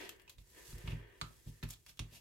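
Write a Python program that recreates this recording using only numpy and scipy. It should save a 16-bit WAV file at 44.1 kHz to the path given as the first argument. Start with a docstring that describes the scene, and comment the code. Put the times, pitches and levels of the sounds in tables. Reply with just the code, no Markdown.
"""A small room, close to a cutting mat where a bone folder creases folded paper.
Its tip rubs along the fold, tiny slips over the fibres making the paper hiss, and taps down on the mat.
The paper ticks and swishes as the fingers shift it; the pressing hands thump the table beneath.
Beside the hiss is a faint, breath-like airy noise with steady resonances near 400 and 1900 Hz.
One soft, very low bump comes early, like a puff of air on the microphone; a quiet rumble lies under all."""
import sys
import numpy as np
from scipy import signal
from scipy.fft import rfft, irfft, next_fast_len
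from scipy.io import wavfile
from scipy.ndimage import map_coordinates

SR = 44100
rng = np.random.default_rng(int(sys.argv[2]) if len(sys.argv) > 2 else 0)


def wrap_up_sound(samples):
    """Save the sound to the file named by the first command line argument, as 16-bit audio."""
    columns = np.atleast_2d(samples).T
    # keep every value between -1 and 1, then stretch to whole-number steps
    tamed = np.clip(columns, -1, 1)
    steps = np.round(tamed * 32767).astype(np.int16)
    wavfile.write(sys.argv[1], SR, steps)


N = 97284


# envelope of the paper's hiss: time_s, relative_db
HISS_ENVELOPE = [(0.0, -65), (0.31, -92.5), (0.5, -71), (0.71, -60.5), (0.78, -68), (0.92, -69.5),
                 (1.05, -87), (1.27, -71.5), (1.39, -73.5), (1.51, -73.5), (1.95, -79.5), (2.08, -76),
                 (2.2, -81)]
# tone of the hiss: frequency_hz, gain_db
HISS_EQ = [(200, -50), (900, -7), (2500, -4), (4000, -0.5), (5500, 0.5), (7700, 2), (9200, -2),
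           (11800, -0.5), (15500, -8.5)]

def folder_rub(gain_db=1.5):
    """Tiny slips under the tip make the paper hiss."""
    return amp(gain_db) * ride(HISS_ENVELOPE) * spread(grains(), lambda hz: amp(curve(HISS_EQ, hz)))


# hits of the tip: start_s, level_db, ring_hz, ring_db, treble_db, t60_s, pan_db
TIP_HITS = [(.2785, -51, 2830, 14, -6, 0.039, 0.5), (.3835, -57, 3500, 7, 0, 0.023, -4),
            (.727, -50, 2200, 4, -8, 0.012, 5), (.876, -37.5, 2880, 9, -18, .035, -0.5),
            (.919, -50, 2800, 10, -20, 0.028, -10), (1.214, -29, 1326, 10.5, -5, 0.0088, -4),
            (1.6285, -42, 1830, 7, -12.5, 0.083, -4), (1.9928, -31.5, 3340, 5.5, -1.5, 0.016, -5)]
# tone of a hit: frequency_hz, gain_db
TIP_EQ = [(100, -9.5), (400, -9), (700, -7), (1100, -0.5), (1700, -8), (2450, -0.5), (3300, -4),
          (3950, 2.5), (5000, -4.5), (6700, -6), (9200, -10.5), (12000, -15.5), (15500, -21)]

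def folder_taps():
    """The folder's tip meets the mat with a short knock."""
    return clicks(TIP_HITS, TIP_EQ, ring_octaves=0.16)


# paper snaps: start_s, level_db, ring_hz, ring_db, treble_db, t60_s, pan_db
SNAPS = [(.0925, -38, 3200, 10.5, 1, 0.015, 1), (.1635, -63, 4000, -7, 5, .006, 2),
         (.198, -54, 2780, 8, 1, 0.0053, 4), (.219, -57, 9835, 6, 5, .006, 2),
         (.296, -44, 3800, 7.5, 3.5, 0.023, 1), (.4735, -61, 7500, 12, 6, .006, -8),
         (.783, -45, 6000, -5, 8, 0.0042, 0), (1.635, -42.5, 13100, 7, -6, .01, 8),
         (1.6895, -42.5, 10600, 12, -3.5, .005, 2), (1.7033, -43, 7000, 3, 0, 0.0054, -4),
         (1.7063, -35.5, 6740, 2, 11, 0.0081, 1.5), (1.737, -47, 3360, 14, 9, .012, -3),
         (1.864, -50, 2520, 5, -4, 0.032, -0.5), (1.8935, -44, 3950, 10.5, -4.5, .008, -4.5),
         (1.973, -58, 3180, 10, 0, .05, 0)]
# tone of a snap: frequency_hz, gain_db
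SNAP_EQ = [(200, -43), (1200, 0), (2500, -3), (4000, -1), (7500, 0), (9200, -8), (12000, -4), (15500, -8.5)]

def paper_ticks():
    """Paper edges snap with a thin, bright click."""
    return clicks(SNAPS, SNAP_EQ, ring_octaves=0.23)


# finger slides: peak_s, level_db, rise_s, fall_s, treble_db
SLIDES = [(0.01, -55.5, 0.047, 0.058, -11), (.305, -69.5, 0.016, 0.025, 0.5), (.4, -72, .015, 0.014, 3),
          (0.909, -59, 0.034, 0.027, -20), (1.487, -63.5, 0.011, 0.012, 5.5), (1.725, -60, 0.035, 0.013, 4),
          (1.892, -62.5, 0.014, 0.016, 3.5), (2.155, -59.5, .027, 0.022, 1.5)]
# tone of a slide: frequency_hz, gain_db
SLIDE_EQ = [(200, -7.5), (700, -3), (1500, -9.5), (2100, -2), (2700, 1.5), (3700, 0), (5200, -1.5),
            (7700, -4.5), (9200, -9), (12000, -4.5), (15500, -13.5)]

def paper_swishes(flutter_db=0.0):
    """Fingers and paper slide: brief friction that swells and fades."""
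    out = np.zeros((2, N))
    for peak_s, db, rise_s, fall_s, treble_db in SLIDES:
        t = clock() - peak_s
        swell = np.exp(-.5 * (t / np.where(t < 0, rise_s, fall_s)) ** 2)
        friction = spread(grains(), lambda hz: amp(curve(SLIDE_EQ, hz) + treble_db * shelf(hz)))
        out += amp(db) * swell * friction
    return out * amp(flutter_db * wobble(knots_per_s=140))


# one soft, puff-like bump, then the hands' thumps: start_s, level_db, cutoff_hz
BUMPS = [(0.375, -44.5, 50), (0.679, -52.5, 110), (.729, -36, 74), (.836, -40.5, 120), (0.873, -36, 117),
         (0.919, -36.5, 191), (1.0, -54, 123), (1.215, -43.5, 214), (1.461, -40, 162), (1.627, -36.5, 193),
         (1.89, -58, 90), (1.995, -37.5, 152), (2.115, -59, 500)]
# the table's low modes: pitch_hz, gain_db, t60_s
TABLE_MODES = [(47.9, -1, 0.29), (71, -4.5, 0.14), (109.7, 0, 0.27), (152, 3, 0.21), (240.5, -4, 0.19),
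               (336.5, -7, 0.093), (396, -7, 0.14)]

def low_thumps(attack_s=0.011, thud_db=-6.5, thud_t60_s=.16):
    """Low modes ring over a noisy thud; a softer bump reaches fewer of them."""
    out = np.zeros((2, N))
    for start_s, db, cutoff_hz in BUMPS:
        t = np.maximum(clock() - start_s, 0)
        lowpass = lambda hz: 1 / np.sqrt(1 + (hz / cutoff_hz) ** 4)
        ring = sum((-1) ** k * amp(gain_db) * lowpass(hz) * fade(t, t60) * np.sin(2 * np.pi * hz * t)
                   for k, (hz, gain_db, t60) in enumerate(TABLE_MODES))
        thud = spread(rng.standard_normal((2, N)), lambda hz: lowpass(hz) * hz ** 2 / (hz ** 2 + 45 ** 2))
        attack = 1 - np.exp(-t / attack_s)
        out += amp(db) * attack * (ring + amp(thud_db) * thud * fade(t, thud_t60_s))
    return out


# envelope of the airy noise: time_s, relative_db
AIR_ENVELOPE = [(0.0, -54.5), (0.1, -70.5), (0.27, -79), (0.34, -91.5), (0.51, -83), (0.58, -69),
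                (0.7, -72.5), (0.77, -68.5), (0.94, -67), (1.38, -83), (1.58, -83), (1.71, -88),
                (1.93, -107), (2.07, -80), (2.2, -87)]
# its resonances: pitch_hz, width_hz, gain_db
AIR_RESONANCES = [(362.3, 72, 9), (438.5, 77, 9), (770, 380, -6.5), (1162, 210, -5.5), (1557, 180, -2.5),
                  (1910, 130, 4), (2340, 250, -4.5), (3070, 770, -8.5)]

def breathy_air(gain_db=7):
    """A faint, breath-like noise with steady resonances near 400 and 1900 Hz."""
    def tone(hz):
        return sum((-1) ** k * amp(db) * 1j * hz * width / (pitch ** 2 - hz ** 2 + 1j * hz * width)
                   for k, (pitch, width, db) in enumerate(AIR_RESONANCES))
    return amp(gain_db) * ride(AIR_ENVELOPE) * spread(grains(), tone)


# reverb decay: frequency_hz, t60_s
ROOM_DECAY = [(100, 0.39), (1000, 0.26), (4000, 0.18), (15000, 0.15)]

def room_reverb(x, tail_db=-5, early_db=-2.5, early_t60_s=0.036):
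    """Near surfaces answer at once, the room with a short tail."""
    hz, t, spectrum = signal.stft(rng.standard_normal((2, SR // 2)), SR, nperseg=256)
    tail = signal.istft(spectrum * fade(t, curve(ROOM_DECAY, hz)[:, None]), SR, nperseg=256)[1]
    t = np.arange(tail.shape[1]) / SR
    tail *= t > .004  # pre-delay
    early = rng.standard_normal(tail.shape) * (rng.random(tail.shape) < .05) * fade(t - .001, early_t60_s)
    impulse = amp(tail_db) * tail / np.linalg.norm(tail[0])
    impulse += amp(early_db) * early / np.linalg.norm(early[0])
    return signal.fftconvolve(x, impulse, axes=1)[:, :N]


# tone of the noise bed: frequency_hz, gain_db
FLOOR_EQ = [(20, 4.5), (50, 26.5), (80, 17.5), (130, 14), (200, 5), (400, 1.5), (800, -12), (2000, -22.5),
            (6000, -25.5), (15500, -10)]

def noise_floor(level_db=-69.5):
    """A steady low rumble with a trace of hiss."""
    return amp(level_db) * spread(rng.standard_normal((2, N)), lambda hz: amp(curve(FLOOR_EQ, hz)))


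def grains(per_s=5000, size_spread_db=2):
    """Dense tiny impulses of uneven size."""
    size = amp(size_spread_db * np.minimum(rng.exponential(size=N), 5))
    return rng.standard_normal((2, N)) * size * (rng.random(N) < per_s / SR)


def clicks(hits, eq, ring_octaves, crack_share=0.47, crack_t60_s=0.0018, size=4096):
    """Each hit is a sharp crack and a short scatter of noise through one broad resonance."""
    out = np.zeros((2, N + size))
    t, hz = np.arange(size) / SR, np.fft.rfftfreq(size, 1 / SR)
    for start_s, db, ring_hz, ring_db, treble_db, t60, pan_db in hits:
        ring = np.exp(-.5 * (np.log2((hz + 1) / ring_hz) / ring_octaves) ** 2)
        tone = unit_rms(amp(curve(eq, hz) + ring_db * ring + treble_db * shelf(hz)))
        envelope = (1 - crack_share) * fade(t, t60) + 2 * crack_share * fade(t, crack_t60_s)
        burst = rng.standard_normal((2, size)) * envelope
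        mid, side = irfft(rfft(burst) * minimum_phase(tone) * mid_side(hz))
        gains = amp(db + np.array([[pan_db], [-pan_db]]) / 2)
        start = round(start_s * SR)
        out[:, start:start + size] += gains * [mid + side, mid - side]
    return out[:, :N]


# stereo image: frequency_hz, left_right_correlation
STEREO_IMAGE = [(50, 0.85), (200, 0.92), (450, 0.58), (1100, 0.075), (2200, 0.33), (4000, 0.26),
                (12000, 0.061)]

def mid_side(hz):
    """Mid and side gains that set the stereo width."""
    angle = np.arccos(curve(STEREO_IMAGE, hz)) / 2
    return np.array([np.cos(angle), np.sin(angle)])


def spread(pair, tone):
    """Two unrelated signals become coloured stereo of rms 1."""
    mid, side = filtered(pair, lambda hz: tone(hz) * mid_side(hz))
    return unit_rms(np.array([mid + side, mid - side]))


def amp(db):
    """Decibels to gain."""
    return 10 ** (np.asarray(db) / 20)


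def unit_rms(x):
    """Scale to rms 1."""
    return x / np.sqrt(np.mean(x ** 2) + 1e-20)


def curve(points, hz):
    """Read (frequency_hz, value) points on a log axis."""
    knots_hz, values = np.transpose(points)
    return np.interp(np.log(hz + 1), np.log(knots_hz + 1), values)


def ride(points):
    """A fader ride through (time_s, gain_db) points."""
    return amp(np.interp(clock(), *np.transpose(points)))


def shelf(hz):
    """Treble shelf: 0 in the mids, 1 at the top."""
    return curve([(2440, 0), (8800, 1)], hz)


def clock():
    """Time of every sample."""
    return np.arange(N) / SR


def fade(t, t60):
    """Exponential decay that starts at t = 0."""
    return (t >= 0) * np.exp(-np.log(1000) * np.maximum(t, 0) / t60)


def wobble(knots_per_s):
    """A smooth random curve."""
    return map_coordinates(rng.standard_normal(N // 50), [clock() * knots_per_s], mode="wrap")


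def filtered(x, response):
    """Pass x through a complex frequency response."""
    size = next_fast_len(N + SR // 4)
    return irfft(rfft(x, size) * response(np.fft.rfftfreq(size, 1 / SR)), size)[..., :N]


def minimum_phase(gain):
    """A response with this gain and no pre-ring."""
    cepstrum = irfft(np.log(np.maximum(gain, 1e-6)))
    half = len(cepstrum) // 2
    cepstrum[1:half] *= 2
    cepstrum[half + 1:] = 0
    return np.exp(rfft(cepstrum))


def scene(flutter_db=0.86):
    """Folder, paper and airy noise in the room, over the thumps and the quiet floor."""
    hisses = (breathy_air() + folder_rub()) * amp(flutter_db * wobble(knots_per_s=70.14))
    close = hisses + paper_swishes() + folder_taps() + paper_ticks()
    bed = noise_floor()
    return close + room_reverb(close) + low_thumps() + bed


# microphone balance: frequency_hz, left_over_right_db
MIC_BALANCE = [(40, -3.5), (140, 0.5), (280, 8), (550, 2), (1100, 1), (2200, 0.5), (4000, -0.5),
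               (8000, -1.5), (12500, 3)]

def record(dry, top_hz=15800):
    """The two microphones differ a little in colour and keep nothing above the band limit."""
    balance = lambda hz: amp(curve(MIC_BALANCE, hz) * np.array([[.5], [-.5]]))
    return filtered(dry, lambda hz: balance(hz) / np.sqrt(1 + (hz / top_hz) ** 160))


dry = scene()
out = record(dry)
wrap_up_sound(out)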